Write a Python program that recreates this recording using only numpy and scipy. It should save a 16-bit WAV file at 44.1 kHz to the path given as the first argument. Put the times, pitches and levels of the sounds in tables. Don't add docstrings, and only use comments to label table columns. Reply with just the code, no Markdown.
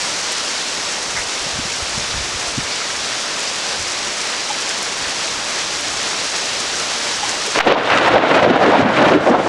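import sys
import numpy as np
from scipy import signal
from scipy.fft import rfft, irfft
from scipy.io import wavfile

SR = 44100
rng = np.random.default_rng(int(sys.argv[2]) if len(sys.argv) > 2 else 0)


def unload_wav(signal):
    wavfile.write(
        sys.argv[1],
        SR,
        np.round(np.clip(np.atleast_2d(signal).T, -1, 1) * 32767).astype(np.int16),
    )


N = 418068


def from_db(db):
    return 10 ** (np.asarray(db) / 20)


def rms_one(x):
    return x / np.sqrt(np.mean(x ** 2) + 1e-20)


def in_time(rows):
    s, *columns = np.transpose(rows)
    return [np.interp(np.arange(N) / SR, s, c) for c in columns]


def at_hz(points, hz):
    point_hz, point_db = np.transpose(points)
    return np.interp(np.log(hz), np.log(point_hz), point_db)


def drift(rate_hz, size=N):
    r = np.exp(-40 * np.pi * rate_hz / SR)
    noise = rng.standard_normal(size // 20 + 4002)
    slow = signal.lfilter([1], [1, -2 * r, r * r], noise)[4000:]
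    return np.interp(np.arange(size) / 20, np.arange(len(slow)), rms_one(slow))


def band(x, low_hz, high_hz):
    sos = signal.butter(2, [low_hz, min(high_hz, SR / 2.2)], "band", fs=SR, output="sos")
    return signal.sosfilt(sos, x)


def coloured(x, spectrum):
    hz = np.maximum(np.fft.rfftfreq(len(x), 1 / SR), 1)
    return irfft(rfft(x) * from_db(at_hz(spectrum, hz)), len(x))


def impacts(per_s, spread_db, size=N):
    sizes = from_db(spread_db * np.minimum(rng.exponential(1, size), 3))
    sizes = sizes * rng.choice([-1, 1], size)
    return rms_one(sizes * (rng.random(size) < per_s / SR))


def add(out, s, burst):
    at = round(s * SR)
    out[at:at + len(burst)] += burst[:len(out) - at]


# time in seconds, level in dB, treble above the level in dB.
RAIN = [
    (0.0, -22.5, 1),
    (0.99, -23.5, 0.5),
    (4.28, -22.5, -1.5),
    (6.78, -22, -0.5),
    (7.54, -21.5, -1.5),
]
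# frequency in Hz, density in dB per Hz.
RAIN_COLOUR = [(18, -45), (40, -26), (82, -15), (202, -6), (300, -4), (500, -1.5), (1000, -1.5),
               (3110, -2.5), (5690, -1), (7500, -8), (9500, -16.5), (11000, -23.5), (12000, -41.5),
               (12600, -45)]


def rain():
    level_db, treble_db = in_time(RAIN)
    white = [coloured(w, RAIN_COLOUR) for w in rng.standard_normal((2, N))]
    together = drift(7.5)
    edges_hz = 40 * 2 ** np.arange(0, 8.6, .5)
    hiss = 0
    for k, (low, high) in enumerate(zip(edges_hz, edges_hz[1:])):
        lift_db = treble_db * np.clip(np.log2(high / 4000), 0, 1)
        flicker_db = 0.49 * together + 0.35 * drift(7.2)
        hiss = hiss + from_db(lift_db + flicker_db) * band(white[k % 2], low, high)
    patter = impacts(per_s=710, spread_db=4.5) * from_db(2.5 * drift(21))
    patter = rms_one(band(coloured(patter, RAIN_COLOUR), 6230, 15200))
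    mix = rms_one(hiss) + from_db(-11.0) * patter + from_db(-16.5) * splashes() + gutter()
    return from_db(level_db + 0.77) * mix


def splashes():
    hits = impacts(per_s=90, spread_db=4.5)
    dealt = rng.integers(0, 10, N)
    out = 0
    for k, hz in enumerate(np.geomspace(1300, 6500, 10)):
        r = from_db(-60 * hz / (45 * SR))
        w = 2 * np.pi * hz / SR
        ring = [1, -2 * r * np.cos(w), r * r]
        out = out + signal.lfilter([np.sin(w)], ring, hits * (dealt == k) + 1e-18)
    return rms_one(out)


def gutter():
    hz, width_hz, level_db = 586, 16, -26
    hum = band(rng.standard_normal(N), hz - width_hz / 2, hz + width_hz / 2)
    return from_db(level_db + 1.5 * drift(0.54)) * rms_one(hum)


def thunder():
    cut_hz = 7800
    low_pass = signal.butter(4, cut_hz, fs=SR, output="sos")
    return signal.sosfilt(low_pass, roar() + shock_packets())


THUNDER_BANDS = [22, 100, 450, 1500, 3800, 9000]
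# frequency in Hz, density in dB per Hz.
THUNDER_COLOUR = [(35, -49), (60, -17.5), (307, 4), (398, -1), (569, 6), (2750, -7), (7000, -25),
                  (9100, -84), (15400, -120)]
RANGE_DB = [-13.5, -0.5, -1, -4.5]
RANGE_FOLLOWS = [0.71, 0.061, 0.99, 0.69]


def roar():
    start = round(7.5 * SR)
    size = N - start
    t = np.arange(start, N) / SR
    ageing_db_s = [5.5, 0, 0, -4.5]
    shocks = impacts(per_s=2700, spread_db=0.0, size=size) + 1.19 * rng.standard_normal(size)
    shocks = coloured(shocks, THUNDER_COLOUR)
    clumps_db = 0.34 * drift(28, size=size)
    mix = 0
    for k, range_db in enumerate(RANGE_DB):
        low, top, high = THUNDER_BANDS[k:k + 3]
        part = coloured(shocks, [(low / 2, -40), (low, -14), (top, 0), (high, -14), (high * 2, -40)])
        level_db = range_db + ageing_db_s[k] * (t - t[0]) + clumps_db + 1.64 * drift(37, size=size)
        mix = mix + from_db(level_db) * rolls(t, RANGE_FOLLOWS[k]) * rms_one(part)
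    out = np.zeros(N)
    out[start:] = from_db(-5) * mix * (np.arange(size) < size - 100)
    return out


# start in seconds, length in seconds, level in dB, brightness in dB.
ROLLS = [(7.548, .035, -22, 7), (7.6, .055, -24, 6), (7.658, 0.057, -7, -6.5), (7.749, .15, -21, 0.5),
         (7.846, 0.05, -25.5, 7.5), (7.9, 0.088, -19.5, 9), (7.999, 0.12, -17, 3),
         (8.122, 0.067, -6.5, -6.5), (8.2, 0.14, -14, -4.5), (8.296, .1, -12, -0.5), (8.42, .16, -8.5, -6),
         (8.596, 0.22, -12.5, -2), (8.844, 0.13, -19.5, 3), (8.969, 0.12, -11.5, -0.5),
         (9.104, 0.051, -9, -1), (9.185, 0.089, -22, 1.5), (9.266, 0.091, -10, -10), (9.37, 0.12, -19, -2)]


def rolls(t, follows):
    attack_s, release_s = 0.015, 0.041
    power = 0
    for s, length, level_db, bright_db in ROLLS:
        rise = np.clip((t - s) / attack_s, 0, 1)
        fall = np.exp(-np.maximum(t - s - length, 0) / release_s)
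        power = power + (from_db(level_db + follows * bright_db) * rise * fall) ** 2
    return np.sqrt(power)


# crest in seconds, level in dB, length in seconds.
CRACKS = [(7.556, -20, .016), (7.591, -9, 0.0067), (7.609, -6, 0.014), (7.68, -13.5, 0.018),
          (7.725, -10, .006), (7.875, -20, .007), (7.904, -12, 0.0065), (7.921, -16.5, 0.01),
          (7.937, -19, .022), (7.976, -10, 0.0035), (7.986, -14, .006), (8.063, -18, .008),
          (8.082, -13.5, 0.024),  (8.123, -21, .01), (8.182, -12, .007), (8.321, -22, .012),
          (8.351, -11, .015), (8.38, -16, .017), (8.404, -19, .006), (8.431, -15, .013), (8.64, -19, .012),
          (8.663, -17, .009), (8.787, -21, .016), (8.972, -15, .019), (8.997, -21, .014),
          (9.027, -17, .015), (9.058, -17, .008), (9.088, -17, .02), (9.138, -12, .005),
          (9.275, -22, 0.016)]
# crest in seconds, level in dB, centre in Hz, length in seconds.
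BANGS = [(7.557, -16.5, 740, .008), (7.589, -12.5, 650, .011), (7.611, -9, 920, 0.012),
         (7.675, -11, 710, 0.022), (7.726, -7, 580, .022), (7.771, -14.5, 770, 0.035),
         (7.92, -16, 816, .044), (8.085, -10, 705, 0.032), (8.168, -2, 670, 0.033), (8.24, -17, 620, 0.014),
         (8.324, -9.5, 750, .014), (8.368, -11, 670, 0.037), (8.405, -9.5, 646, 0.013),
         (8.426, -8, 580, .008), (8.462, -6.5, 533, 0.036), (8.511, -23, 630, 0.018),
         (8.542, -19, 580, .009), (8.569, -10, 650, 0.03), (8.623, -12, 575, .039),
         (8.749, -9.5, 700, 0.077), (8.806, -12, 660, 0.012), (8.86, -16, 694, 0.035),
         (8.902, -20, 660, .009), (9.015, -12, 680, .044), (9.09, -10, 625, .011), (9.128, -10, 597, 0.023),
         (9.268, -12, 587, .006), (9.289, -8.5, 575, 0.039), (9.353, -10, 880, 0.024),
         (9.466, -16, 730, .02)]
# crest in seconds, level in dB, centre in Hz, length in seconds.
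BOOMS = [(7.583, -18.5, 355, .032), (7.681, -10, 344, .023), (7.712, -19, 260, .025),
         (7.73, -13.5, 376, .025), (8.155, -27, 100, .057), (8.176, -21, 350, 0.048),
         (8.367, -13, 380, 0.021), (8.439, -16, 380, .023), (8.502, -21, 143, .056),
         (8.503, -7.5, 308, .056), (8.604, -18, 390, .022), (8.608, -29, 130, .033),
         (8.691, -11.5, 317, .054), (8.796, -11.5, 287, 0.046), (8.823, -23, 120, 0.05),
         (8.863, -12, 217, .028), (9.006, -27, 119, 0.049), (9.017, -13, 300, .032),
         (9.076, -13, 304, .014), (9.122, -29, 120, .05), (9.157, -5, 310, 0.069), (9.284, -13, 333, .02),
         (9.313, -10, 275, 0.04), (9.401, -19, 322, .013)]


def shock_packets():
    packets = [(s, db, 1610, 1.36, length) for s, db, length in CRACKS]
    packets += [(s, db, hz, 0.75, length) for s, db, hz, length in BANGS]
    packets += [(s, db, hz, 0.62, length) for s, db, hz, length in BOOMS]
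    out = np.zeros(N)
    for s, level_db, hz, octaves, length in packets:
        add(out, s - 2048 / SR, clap(level_db + .5, hz, octaves, length))
    return out


def clap(level_db, hz, octaves, length):
    t = np.arange(-2048, 2048) / SR / max(length, .003)
    shocks = impacts(per_s=3700, spread_db=2.0, size=6144)
    shocks = band(shocks, hz * 2 ** (-.5 * octaves), hz * 2 ** (.5 * octaves))[2048:]
    shape = np.exp(-(t / np.where(t < 0, .6, .33)) ** 2)
    burst = shape * shocks
    return from_db(level_db) * burst * np.sqrt(np.sum(shape ** 2) / np.sum(burst ** 2))


# time in seconds, peak in dB.
TICKS = [(0.2004, -26), (0.3201, -12), (0.3244, -11), (0.7421, -20), (1.2039, -20), (1.3512, -18),
         (1.984, -21), (2.3795, -25), (3.7268, -24), (3.7968, -21), (3.8939, -25), (4.8253, -11),
         (4.8298, -11.5), (5.1665, -27), (5.2425, -26), (5.8094, -8), (6.5389, -16), (6.5713, -25),
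         (6.8588, -25), (6.9007, -23), (7.2067, -20), (7.2784, -26), (7.3787, -24), (7.4665, -11)]
# start in seconds, peak in dB, pitch in Hz, width in Hz, length in seconds.
DRIPS = [(1.152, -15, 2000, 350, .045), (1.158, -19, 1600, 350, .04), (1.172, -20, 900, 800, .02),
         (2.105, -17, 4300, 900, .015), (2.708, -16, 4800, 1000, .035), (3.47, -17, 5000, 1000, .02),
         (4.499, -16.5, 840, 40, .018), (6.19, -17, 4500, 1200, .02), (7.228, -15.5, 830, 40, .02),
         (7.23, -24, 1040, 60, .03), (7.232, -22, 2250, 250, .012), (7.318, -22, 830, 80, .02),
         (7.465, -21, 460, 80, .025)]


def near_drops():
    drips, snaps = np.zeros(N), np.zeros(N)
    for s, peak_db in TICKS:
        add(snaps, s + .0004, from_db([min(peak_db, -12) + 14]))
    for s, peak_db, hz, width_hz, length in DRIPS:
        add(drips, s, packet(peak_db, hz, width_hz, length, rise=.4))
    return drips + 1.15 * band(band(snaps, 5000, 10000), 3000, 10500)


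def packet(peak_db, hz, width_hz, length, rise):
    t = np.arange(4096) / SR / length
    noise = band(rng.standard_normal(6144), max(hz - width_hz / 2, 15), hz + width_hz / 2)[2048:]
    burst = noise * (t / rise) * np.exp(1 - t / rise)
    return from_db(peak_db) * burst / np.max(np.abs(burst))


# centre in seconds, level in dB, length in seconds.
GUSTS = [(.1, -57, .3), (.75, -51, .08), (1.17, -44, 0.16), (1.44, -42, .1), (1.6, -37, .14),
         (1.99, -41, .1), (2.17, -36.5, 0.14), (2.35, -37, .06), (2.6, -39, .12), (2.1, -45, .9),
         (3.0, -54, .4), (3.82, -41, 0.081), (4.05, -48, .15), (5.04, -45, .1), (5.37, -46, .14),
         (5.7, -48, 0.34), (5.95, -47, .14), (6.66, -49, .3), (7.24, -50, .3)]
# start in seconds, peak in dB, pitch in Hz, length in seconds.
PUFFS = [(1.46, -28, 150, 0.017), (1.555, -26, 150, .016), (1.583, -20, 153, 0.015),
         (1.59, -20.5, 258, 0.014), (1.65, -23, 150, 0.012), (1.816, -24, 70, 0.026),
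         (1.974, -17, 158, 0.011), (2.136, -26, 110, 0.015), (2.16, -33, 60, 0.027), (2.209, -33, 55, .03),
         (2.35, -29, 54.5, .025), (2.47, -32, 60, .03), (2.572, -14.5, 131, 0.025),
         (2.579, -11.5, 230, 0.0085), (3.791, -29, 80, 0.025), (5.06, -37, 60, .03)]


def wind():
    t = np.arange(N) / SR
    flow = from_db(-55.5)
    for s, level_db, length in GUSTS:
        flow = flow + from_db(level_db) * np.exp(-(2 * (t - s) / length) ** 2)
    out = flow * from_db(1.4 * drift(9.3)) * rms_one(band(rng.standard_normal(N), 28, 141))
    t = np.arange(4096) / SR
    for s, peak_db, hz, length in PUFFS:
        shape = np.exp(-(4 * t / length - 2) ** 2 / 2)
        add(out, s, from_db(peak_db) * np.sin(2 * np.pi * hz * t) * shape)
    return out


# pitch in Hz, rms level in dB.
WHINE = [(7849, -49)]


def whine():
    (hz, level_db), = WHINE
    return np.sqrt(2) * from_db(level_db) * np.sin(2 * np.pi * hz * np.arange(N) / SR)


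# time in seconds, depth in dB.
KNOCKS = [(7.59, 14), (7.612, 20), (7.69, 22), (7.73, 27), (7.91, 13.5), (7.985, 16), (8.085, 18),
          (8.15, 25), (8.19, 24.5), (8.375, 21), (8.44, 21), (8.51, 25), (8.575, 19), (8.635, 19),
          (8.7, 19), (8.755, 16), (8.815, 21), (8.835, 25), (8.98, 17), (9.03, 17.5), (9.1, 15), (9.16, 22),
          (9.3, 20), (9.32, 24), (9.35, 16)]


def ducking():
    recovery_db_s, attack_s = 91, 0.0047
    t = np.arange(N) / SR
    depth_db = np.zeros(N)
    for s, knock_db in KNOCKS:
        depth_db = np.maximum(depth_db, (t >= s) * (knock_db - recovery_db_s * (t - s)))
    r = np.exp(-1 / (attack_s * SR))
    return from_db(-signal.lfilter([1 - r], [1, -r], depth_db))


def scene():
    quiet_sounds = rain() + near_drops() + wind() + whine()
    return (ducking() * quiet_sounds + thunder())[None]


def limiter(x):
    limit_db, recovery_db_s, grip, attack_s = -2.0, 90, .9, 0.00061
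    climb_db = recovery_db_s * np.arange(N) / SR
    over_db = grip * np.maximum(20 * np.log10(np.abs(x) + 1e-9) - limit_db, 0)
    held_db = np.maximum.accumulate(over_db + climb_db, axis=-1) - climb_db
    r = np.exp(-1 / (attack_s * SR))
    return x * from_db(-signal.lfilter([1 - r], [1, -r], held_db))


def overload(x):
    ceiling, sharpness = 0.75, 8.3
    return x / (1 + np.abs(x / ceiling) ** sharpness) ** (1 / sharpness)


def thump():
    start_s, level_db, rise_s, decay_s = 7.588, -27, .004, .06
    t = np.maximum(np.arange(N) / SR - start_s, 0)
    return -from_db(level_db) * (1 - np.exp(-t / rise_s)) * np.exp(-t / decay_s)


def roll_off(x):
    return signal.sosfilt(signal.butter(12, 15830, fs=SR, output="sos"), x)


def record(dry):
    top, offset = .705, -.0012
    treble_cut = signal.ellip(14, .5, 110, 12150, fs=SR, output="sos")
    x = signal.sosfilt(treble_cut, overload(limiter(dry)))
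    x = x + thump() + offset
    return roll_off(np.clip(x, -top, top))


dry = scene()
out = record(dry)
unload_wav(out)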